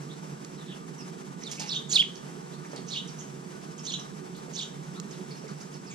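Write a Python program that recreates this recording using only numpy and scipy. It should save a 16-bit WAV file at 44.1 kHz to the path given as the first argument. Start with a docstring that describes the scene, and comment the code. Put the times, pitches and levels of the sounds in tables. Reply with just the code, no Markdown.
"""Sparrows chirp around a water dish on a roofed patio, one close by: the syrinx rasps, squeaks, then whistles
two quick arches while air hisses through the beak. Thinner calls glide in, most from the garden. A bird flicks
its wings in bursts of feather friction and scuffs once as it hops, among a few small ticks and soft knocks. All
these echo off slab, roof and walls. Under them lie a steady low machine hum, the hiss of open air and far
traffic, and a faint pulsing electrical whine."""
import sys
import numpy as np
from scipy import signal
from scipy.fft import rfft, irfft
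from scipy.io import wavfile

SR = 44100
rng = np.random.default_rng(int(sys.argv[2]) if len(sys.argv) > 2 else 0)


def materialize(psi):
    """Save the field psi as 16-bit PCM at rate SR to the path in sys.argv[1].

    A 1-D psi becomes a single channel; in a 2-D psi each row is a channel.
    """
    bounded = np.clip(np.atleast_2d(psi).T, -1, 1)
    quanta = np.round(bounded * 32767).astype(np.int16)
    wavfile.write(sys.argv[1], SR, quanta)


N = 261954
TIME_S = np.arange(N) / SR
BINS_HZ = np.maximum(np.arange(N // 2 + 1) * SR / N, 1)


def from_db(db):
    """Decibels to gain."""
    return 10 ** (np.asarray(db) / 20)


def unit_rms(x):
    """Scale to unit power."""
    return x / np.sqrt(np.mean(x ** 2) + 1e-20)


def over_hz(points):
    """Join (hz, value) points on a log-frequency axis."""
    hz, value = np.transpose(points)
    return np.interp(np.log(BINS_HZ), np.log(hz), value)


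def white():
    """Spectrum of fresh white noise."""
    return rfft(rng.standard_normal(N))


def flutter(rate_hz):
    """Random wavering up to rate_hz, unit rms."""
    return unit_rms(irfft(white() / (1 + (BINS_HZ / rate_hz) ** 4), N))


def during(start_s, length_s):
    """Sample indices of an event and its progress, 0 to 1."""
    at = np.arange(max(int(start_s * SR), 0), min(int((start_s + length_s) * SR), N))
    return at, np.clip((at / SR - start_s) / length_s, 0, 1)


def phase_of(hz):
    """Running phase of a gliding tone."""
    return 2 * np.pi * np.cumsum(hz) / SR


def bell(x, centre, width):
    """Smooth bump of height 1."""
    return np.exp(-((x - centre) / width) ** 2)


def burst(start_s, rise_s, t60_s):
    """Linear rise, exponential fall."""
    age_s = TIME_S - start_s
    return np.clip(age_s / rise_s, 0, 1) * from_db(-60 * np.clip((age_s - rise_s) / t60_s, 0, 3))


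def stereo(left, right, balance, lead):
    """Shade and delay one side against the other; spectra in, sound out."""
    tilt = from_db(over_hz(balance))
    spectra = np.array([left * tilt * np.exp(1j * over_hz(lead)), right])
    return irfft(spectra * np.sqrt(2 / (1 + tilt ** 2)), N)


# diffuse shading: freq_hz, left_minus_right_db
DIFFUSE_BALANCE = [(50, -10), (160, -4), (300, -7), (370, -6.5), (450, -10.5), (600, -4.5), (950, 0.5),
                   (1400, 1), (2500, 1.5), (5500, -4.5), (7500, -1.5), (12000, -0.5)]
# diffuse phase: freq_hz, left_lead_rad
DIFFUSE_LEAD = [(250, -.27), (430, .35), (600, 2.7), (1000, 2.35), (2000, 1.55), (4300, .35), (6000, 2),
                (7500, 3)]
def from_all_around(left, right):
    """Stereo image of diffuse sound."""
    return stereo(left, right, DIFFUSE_BALANCE, DIFFUSE_LEAD)


# left-right likeness: freq_hz, coherence
DIFFUSE_COHERENCE = [(100, 1), (250, 0.77), (520, 0.31), (880, 0.84), (1500, 0.49), (2700, 0.17),
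                     (4200, 0.85), (6000, 0.1), (7500, 0.28), (12000, 0.052)]
def diffuse_noise(spectrum, waver_db, waver_hz):
    """Steady noise, partly shared by both sides, its level wavering a little."""
    coherence = over_hz(DIFFUSE_COHERENCE)
    colour = from_db(over_hz(spectrum)) * np.sqrt(SR / 2)
    shared = colour * np.sqrt((1 + coherence) / 2) * white()
    apart = colour * np.sqrt((1 - coherence) / 2) * white()
    return from_all_around(shared + apart, shared - apart) * from_db(waver_db * flutter(waver_hz))


# hum spectrum: freq_hz, density_db
HUM = [(20, -93.5), (110, -95), (124, -89), (143, -60), (180, -62.5), (235, -69.5), (320, -73), (345, -76),
       (367, -65), (405, -75.5), (440, -72), (480, -75), (540, -97), (1600, -140)]
# machine overtones: centre_hz, width_hz, level_db
OVERTONES = [(820, 27, -65), (1202, 55, -61.5), (1484, 25, -67.5)]
def machine(overtone_waver_db=3):
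    """A machine hums low; faint narrow overtones come and go above it."""
    hum = diffuse_noise(HUM, waver_db=0.9, waver_hz=19)
    overtones = np.zeros(N)
    for centre_hz, width_hz, level_db in OVERTONES:
        band = unit_rms(irfft(white() / (1 + (2 * (BINS_HZ - centre_hz) / width_hz) ** 2), N))
        overtones += from_db(level_db + overtone_waver_db * flutter(rate_hz=8)) * band
    return hum + from_all_around(rfft(overtones), rfft(overtones))


# outdoor spectrum: freq_hz, density_db
AIR = [(200, -101), (550, -81), (900, -78), (1200, -83.5), (1550, -86), (2200, -90), (4300, -95),
       (5800, -90.5), (7400, -93.5), (8200, -97), (10200, -99), (11200, -105.5), (13800, -111),
       (14700, -123)]
def open_air():
    """Broad hiss of open air and far traffic."""
    return diffuse_noise(AIR, waver_db=1.5, waver_hz=21.8)


def whine(pitch_hz=7775, pulse_hz=60, level_db=-67.5, sharpness=1.1, wander_rad=1.42):
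    """A thin electrical tone in rapid pulses of unsteady phase."""
    pulses = np.exp(sharpness * np.cos(2 * np.pi * pulse_hz * TIME_S))
    tone = np.sin(2 * np.pi * pitch_hz * TIME_S + wander_rad * flutter(45))
    return from_db(level_db) * unit_rms(pulses * tone)


def peeps(rows, glide_octaves, undertone=0, jitter=0.177, shimmer_db=4):
    """Single glides; the hoarser the call, the more its pitch and level shake."""
    out, quiver, shimmer = np.zeros(N), flutter(580), flutter(340)
    for start_s, length_s, middle_hz, level_db, hoarseness in rows:
        at, progress = during(start_s, length_s)
        glide_hz = middle_hz * 2 ** (glide_octaves * (progress - 0.5))
        phase = phase_of(glide_hz * (1 + jitter * hoarseness * quiver[at]))
        tone = np.sin(phase) + undertone * np.sin(phase / 2)
        envelope = np.sqrt(np.sin(np.pi * progress).clip(0))
        out[at] += tone * from_db(level_db + shimmer_db * hoarseness * shimmer[at]) * envelope
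    return out


def far_calls(count=14, length_s=0.041, centre_hz=5750, spread_octaves=0.12, level_db=-59, hoarse=0.5):
    """Rows for faint calls of far birds, scattered in time and pitch."""
    slot_s = N / SR / count
    return [((k + when) * slot_s, length_s, centre_hz * 2 ** (spread_octaves * (2 * height - 1)),
             level_db, hoarse) for k, (when, height) in enumerate(rng.random((count, 2)))]


# thin calls, both tables: start_s, length_s, middle_hz, level_db, hoarseness; the rising table also holds a low
# tone (1.417 s) that rises into the first chirp
FALLING_CALLS = [(.57, 0.066, 3750, -54, 0.25), (.66, 0.092, 3380, -50.5, 0.53),
                 (.978, 0.049, 5420, -46.5, 0.07), (2.150, 0.016, 5860, -46.5, 0.53),
                 (2.714, 0.013, 5560, -48.5, 0.8), (2.760, 0.011, 5700, -40.5, 1),
                 (3.073, 0.024, 6080, -43, 0.86), (3.2, 0.016, 6520, -41, 0.26),
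                 (3.777, 0.025, 6370, -43.5, 0.56), (3.994, 0.0098, 5950, -37.5, 0.34),
                 (5.107, 0.014, 6420, -45, 0.6), (5.125, 0.023, 3750, -52.5, 0.64),
                 (5.303, 0.0215, 4720, -47, 0.5), (5.348, 0.058, 5450, -53, 0.4),
                 (5.478, 0.033, 5110, -53, 0.76), (5.732, 0.023, 5550, -47, 0.63),
                 (5.862, 0.032, 5070, -48.5, 0.36), (5.898, 0.035, 6820, -45, 0.42),
                 (5.902, 0.033, 2330, -50, 0.42)]
RISING_CALLS = [(.091, 0.039, 3710, -49.5, 0.26), (1.417, 0.015, 2260, -47.5, 0.37),
                (1.570, 0.03, 2500, -45.5, 0.54), (2.514, 0.05, 3990, -53.5, 0.3),
                (3.186, 0.017, 6400, -41, 0.14), (4.346, 0.021, 4250, -48, 0.86),
                (4.943, 0.041, 3850, -52, 0.1), (5.602, 0.022, 5900, -46, 0.67)]
def thin_glides():
    """Thin calls; the falling ones carry a weak tone an octave below."""
    falling = peeps(FALLING_CALLS + far_calls(), glide_octaves=-0.354, undertone=from_db(-10.5))
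    return falling + peeps(RISING_CALLS, glide_octaves=0.445)


def friction(rows, spectrum, grain_db, tilt_from_hz=3500):
    """Grainy bursts of friction noise, each with its own treble tilt."""
    out, noise = np.zeros(N), white() * from_db(over_hz(spectrum))
    grain = from_db(grain_db * flutter(1000))
    octaves_up = np.log2(np.maximum(BINS_HZ / tilt_from_hz, 1))
    for start_s, rise_s, t60_s, level_db, tilt_db_per_octave in rows:
        tilted = irfft(noise * from_db(tilt_db_per_octave * octaves_up), N)
        out += from_db(level_db) * burst(start_s, rise_s, t60_s) * unit_rms(tilted * grain)
    return out


# ticks: start_s, rise_s, t60_s, level_db, tilt_db_per_octave
TICKS = [(.4465, 0.0006, 0.022, -36, 2), (4.9995, .0004, 0.018, -33, 6)]
# tick spectrum: freq_hz, gain_db
TICK_SPECTRUM = [(150, -50), (1000, -4), (2500, -2), (4000, -3), (6500, 3), (8500, -10), (11000, -29),
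                 (15000, -32)]
def ticks():
    """Small hard ticks: very short bursts of bright noise."""
    return friction(TICKS, TICK_SPECTRUM, grain_db=0.5)


def rasp(whistle_start_s, opening_hz, level_db, quiver, shimmer, hiss,
         length_s=0.051, overlap_s=0.011, fall_octaves=0.18, jitter=0.077, shimmer_db=3):
    """Before the whistle locks in, the syrinx shakes irregularly, with most power in the octave."""
    at, progress = during(whistle_start_s + overlap_s - length_s, length_s)
    octave_hz = opening_hz * 2 ** (fall_octaves * (1 - overlap_s / length_s - progress))
    phase = phase_of(octave_hz * (1 + jitter * quiver[at])) / 2
    tone = from_db(-14) * np.sin(phase) + np.sin(2 * phase) + from_db(-28) * np.sin(3 * phase)
    swell = np.sin(np.pi * progress ** 2).clip(0) ** 0.62
    out = np.zeros(N)
    out[at] = (tone + from_db(-11) * hiss[at]) * from_db(level_db + shimmer_db * shimmer[at]) * swell
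    return out


def squeak(whistle_start_s, middle_hz, level_db, lead_s=0.0035, length_s=0.0104, rise_octaves=0.44):
    """The rasp snaps into the whistle with a clean upward flick."""
    at, progress = during(whistle_start_s - lead_s, length_s)
    phase = phase_of(middle_hz * 2 ** (rise_octaves * (progress - 0.5)))
    out = np.zeros(N)
    out[at] = from_db(level_db) * np.sin(np.pi * progress) ** 2 * np.sin(phase)
    return out


# syrinx gesture (stage 0-1 rise, 1-2 fall, 2-3 second arch): stage, pitch_hz, effort_db, octave_db
GESTURE = [(0, 2615, -29, -16), (.26, 3658, -3.5, -12), (.48, 4028, -7, 2.5), (1, 4332, -1.5, -7),
           (1.2, 3818, -3.5, 1), (1.45, 3448, -1, -3.5), (1.72, 3262, -7.5, -8), (2, 2195, -18.5, -8),
           (2.099, 2806, -10, 6), (2.36, 3089, 0, -2.5), (2.64, 3272, -1, -3), (2.8, 2790, -6, -5),
           (2.88, 2930, -13.5, -20), (3, 2500, -12, -24)]
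def whistle(start_s, shape, hoarse_db, quiver, shimmer, hiss, jitter=0.011, shimmer_db=1.3,
            lift_s=0.00402, break_s=0.0028, fade_s=0.00098, throat_width_hz=1620, beak_cutoff_hz=12000):
    """The syrinx whistles two arches; hoarseness shakes and splits them. Returns tone and breath."""
    lengths_s, pitch_ratio, lifts, end_hz, levels_db, (octave_db, throat_hz) = shape
    shoulder_hz, first_hz, second_hz, swell_db = lifts
    knots, gesture_hz, effort_db, bright_db = np.transpose(GESTURE)
    at, _ = during(start_s, sum(lengths_s))
    t, hoarseness = at / SR, from_db(hoarse_db)
    stages, joints_s = np.arange(4), start_s + np.cumsum([0, *lengths_s])
    stage = np.interp(t, joints_s, stages)

    # the rise bulges or sags; a brief pitch lift tips each arch
    first_s, second_s, break_at_s = np.interp([1, 2.64, 0.95], stages, joints_s)
    first_crest, second_crest = bell(t, first_s, lift_s), bell(t, second_s, lift_s)
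    hz = np.interp(stage, knots, [*(pitch_ratio * gesture_hz[:-1]), end_hz])
    hz += shoulder_hz * bell(stage, 0.402, 0.253) + first_hz * first_crest + second_hz * second_crest
    phase = phase_of(hz * (1 + jitter * np.sqrt(hoarseness) * quiver[at]))

    stroke_db = np.interp(stage, [0.84, 1.16, 1.84, 2.16], np.repeat(levels_db, [1, 2, 1]))
    voice_break_db = -8 * bell(t, break_at_s, break_s)
    gain = from_db(stroke_db + np.interp(stage, knots, effort_db)
                   + swell_db * second_crest + voice_break_db)
    tone = gain * np.sin(phase)

    # the octave lights up as it sweeps through the throat resonance
    throat = 1 / (1 + (2 * (2 * hz - throat_hz) / throat_width_hz) ** 2)
    tone += throat * from_db(octave_db + np.interp(stage, knots, bright_db)) * np.sin(2 * phase)

    # the fall is pressed hardest and gains ragged harmonics
    pressed, shake_rad = gain * bell(stage, 2, 0.65), 1.2 * shimmer[at]
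    for harmonic, level_db in ((3, -29), (4, -31)):
        beak_damping = 1 / (1 + (harmonic * hz / beak_cutoff_hz) ** 10)
        tone += pressed * from_db(level_db) * beak_damping * np.sin(harmonic * phase + shake_rad)

    # a hoarse voice splits and hisses, high notes hissing more
    strain = hoarseness * np.sqrt(np.mean(gain ** 2))
    tone += strain * from_db(-14) * bell(stage, 1.7, 0.76) * np.sin(1.5 * phase)
    hiss_db = np.interp(stage, stages, [-18.5, -17.5, -19, -28])
    breath = strain * from_db(hiss_db) * (hz / np.mean(hz)) ** 0.77 * hiss[at]

    fade = np.clip(np.minimum(t - t[0], t[-1] - t) / fade_s, 0, 1)
    out = np.zeros((2, N))
    out[:, at] = np.array([tone, breath]) * from_db(shimmer_db * hoarseness * shimmer[at]) * fade
    return out


# chirps: start_s, (rise_s, fall_s, arch_s), pitch_ratio, (shoulder_hz, first_hz, second_hz, swell_db),
# end_hz, (rise_db, fall_db, arch_db), (octave_db, throat_hz), (opening_hz, rasp_db, squeak_db),
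# hoarse_db, echo_db
CHIRPS = [(1.435, (0.021, 0.034, .030), 1.05, (131, 150, 0, -7), 3000, (-41, -37, -45), (-45, 7000),
          (5800, -49, -33.5), 5, -4), (1.692, (0.023, 0.029, 0.034), 1.024, (0, 550, 423, 11),
          3200, (-26, -26.5, -32.5), (-36.5, 6350), (5550, -39.5, -29.5), -3, 0),
          (1.926, (.028, 0.025, 0.048), 1.013, (327, 400, 136, 1.3), 1970, (-19.5, -10, -14), (-31.5, 8300),
          (6500, -26.5, -18.5), 0, -9.5), (2.902, (0.025, 0.026, 0.036), 0.98, (113, 312, 590, 4.4),
          2950, (-32, -30.5, -31.5), (-41, 6600), (5900, -40, -46), 5.5, 1), (3.866, (0.025, .025, .042),
          1.0, (106, -6, 700, 10.5), 2720, (-29, -31.5, -34.5), (-33.5, 6540), (6100, -38, -31), 1.5, -1.5),
          (4.562, (0.021, 0.025, 0.039), 1.02, (-100, 420, 348, 2.5), 3100, (-31.5, -30.5, -37),
          (-37, 6700), (6050, -37, -32), 7, -1)]
# air through an open beak: freq_hz, gain_db
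BEAK_SPECTRUM = [(1500, -12), (2600, -3), (4700, 11.5), (5600, 2.5), (6800, 8), (8200, -6.5), (10500, -16),
                 (14500, -35)]
def sparrows(opening_echo_db=-7, breath_echo_db=-4, treble_from_hz=6600):
    """Each chirp is a rasp, a squeak and a breathy whistle. Returns (sound, echo_db) pairs."""
    quiver, shimmer = flutter(410), flutter(270)
    rasp_quiver, rasp_shimmer = flutter(970), flutter(480)
    beak = white() * from_db(over_hz(BEAK_SPECTRUM))
    octaves_up = np.log2(np.maximum(BINS_HZ / treble_from_hz, 1))
    sounds = []
    for start_s, *shape, (opening_hz, rasp_db, squeak_db), hoarse_db, echo_db in CHIRPS:
        tilt_db_per_octave = -0.98 * echo_db  # a near, dry call keeps its treble
        hiss = unit_rms(irfft(beak * from_db(tilt_db_per_octave * octaves_up), N))
        opening = rasp(start_s, opening_hz, rasp_db, rasp_quiver, rasp_shimmer, hiss)
        opening += squeak(start_s, opening_hz, squeak_db)
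        tone, breath = whistle(start_s, shape, hoarse_db, quiver, shimmer, hiss)
        sounds += [(opening, opening_echo_db), (tone, echo_db), (breath, breath_echo_db)]
    return sounds


# wing strokes and one scuff of a hopping bird (5.478 s), both tables: start_s, rise_s, t60_s, level_db,
# tilt_db_per_octave
FLICKS = [(1.511, 0.004, 0.11, -31.5, 7.5), (1.552, 0.0052, 0.22, -46, 4), (1.595, 0.0017, 0.15, -33.5, 4),
          (4.362, 0.004, 0.11, -49, 23), (5.478, 0.0053, 0.11, -50, 1)]
FOLDS = [(1.512, 0.012, 0.24, -43, 6), (1.596, 0.0077, 0.47, -38.5, 4)]
# feather spectra, both tables: freq_hz, gain_db
FLICK_SPECTRUM = [(120, -58), (600, -10), (2200, -4), (4000, -3), (5100, 5.5), (6000, 4), (6900, 2),
                  (8500, -10), (11000, -23), (14500, -34)]
FOLD_SPECTRUM = [(120, -50), (600, 2), (1400, -3), (2200, 3.5), (4000, 2.5), (6500, -5), (8500, -13),
                 (14500, -38)]
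def wings_and_hops():
    """Feathers brush in bright flicks and rustle more dully as the wings fold; a hopping foot scuffs once."""
    return friction(FLICKS, FLICK_SPECTRUM, grain_db=1.5) + friction(FOLDS, FOLD_SPECTRUM, grain_db=5)


# knocks: start_s, t60_s, ring_hz, width_hz, level_db
KNOCKS = [(1.597, 0.22, 640, 150, -45.5), (1.603, 0.19, 843, 107, -37.5), (2.647, 0.1, 1860, 700, -45.5),
          (2.732, 0.37, 510, 800, -39.5), (4.481, 0.083, 400, 150, -33.5), (4.975, 0.12, 1200, 200, -42),
          (5.439, 0.37, 415, 145, -41), (5.468, .1, 2130, 700, -51), (5.487, 0.12, 1440, 500, -43)]
def knocks(rise_s=0.00083):
    """Each soft knock stirs one broad resonance."""
    out, noise = np.zeros(N), white()
    for start_s, t60_s, ring_hz, width_hz, level_db in KNOCKS:
        detuning = (BINS_HZ / ring_hz - ring_hz / BINS_HZ) * ring_hz / width_hz
        ring = unit_rms(irfft(noise / (1 + 1j * detuning) ** 2, N))
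        out += from_db(level_db) * burst(start_s, rise_s, t60_s) * ring
    return out


# direct shading: freq_hz, left_minus_right_db
DIRECT_BALANCE = [(500, -13), (1200, 3.5), (2200, -2), (4000, -7.5), (6000, -12), (7800, -1.5), (9200, 5),
                  (14000, 0)]
# direct phase: freq_hz, left_lead_rad
DIRECT_LEAD = [(400, 0.71), (1000, 2.1), (2000, 1.54), (3400, 1.4), (4500, 0.16), (6000, -1.2),
               (8500, -2.25), (12000, 1.5)]
def from_the_right(sound):
    """Direct sound from the birds' side of the patio."""
    return stereo(rfft(sound), rfft(sound), DIRECT_BALANCE, DIRECT_LEAD)


def patio(sound, early_t60_s=0.2, late_t60_s=0.55, late_db=-13, gap_s=0.0045, coherence=0.47,
          roof_trip_s=0.0113, roof_t60_s=0.18, bounce_share=0.08, lowpass_hz=8000, lean_left_db=0.2):
    """Sound bounces between slab and roof, scatters off posts and returns late from walls and trees."""
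    t = TIME_S[:SR * 3 // 4]
    decay = from_db(-60 * t / early_t60_s) + from_db(late_db - 60 * t / late_t60_s)
    decay *= np.clip(t / gap_s - 1, 0, 1)
    shared, *sides = rng.standard_normal((3, len(t)))
    noise = np.sqrt(coherence) * shared + np.sqrt(1 - coherence) * np.array(sides)
    scatter = noise * decay / np.linalg.norm(decay)
    bounces = (np.arange(len(t)) % int(roof_trip_s * SR) == 0) * (t > 0) * from_db(-60 * t / roof_t60_s)
    bounces /= np.linalg.norm(bounces)
    response = np.sqrt(1 - bounce_share) * scatter + np.sqrt(bounce_share) * bounces
    response = signal.sosfilt(signal.butter(1, lowpass_hz, fs=SR, output="sos"), response)
    echo = signal.fftconvolve(sound[None], response, axes=1)[:, :N]
    return from_all_around(*rfft(echo * from_db([[lean_left_db], [-lean_left_db]])))


def scene(glide_echo_db=1, tick_echo_db=-17, wing_knock_echo_db=-9):
    """Birds and small noises with their echoes, over hum, air and whine."""
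    sources = sparrows() + [(thin_glides(), glide_echo_db),
                            (wings_and_hops() + knocks(), wing_knock_echo_db), (ticks(), tick_echo_db)]
    direct = sum(sound for sound, _ in sources)
    scattered = sum(from_db(echo_db) * sound for sound, echo_db in sources)
    return from_the_right(direct) + patio(scattered) + machine() + open_air() + whine()


def record(dry, cutoff_hz=14700):
    """Steep low-pass."""
    return signal.sosfilt(signal.ellip(12, 0.1, 90, cutoff_hz, fs=SR, output="sos"), dry)


dry = scene()
out = record(dry)
materialize(out)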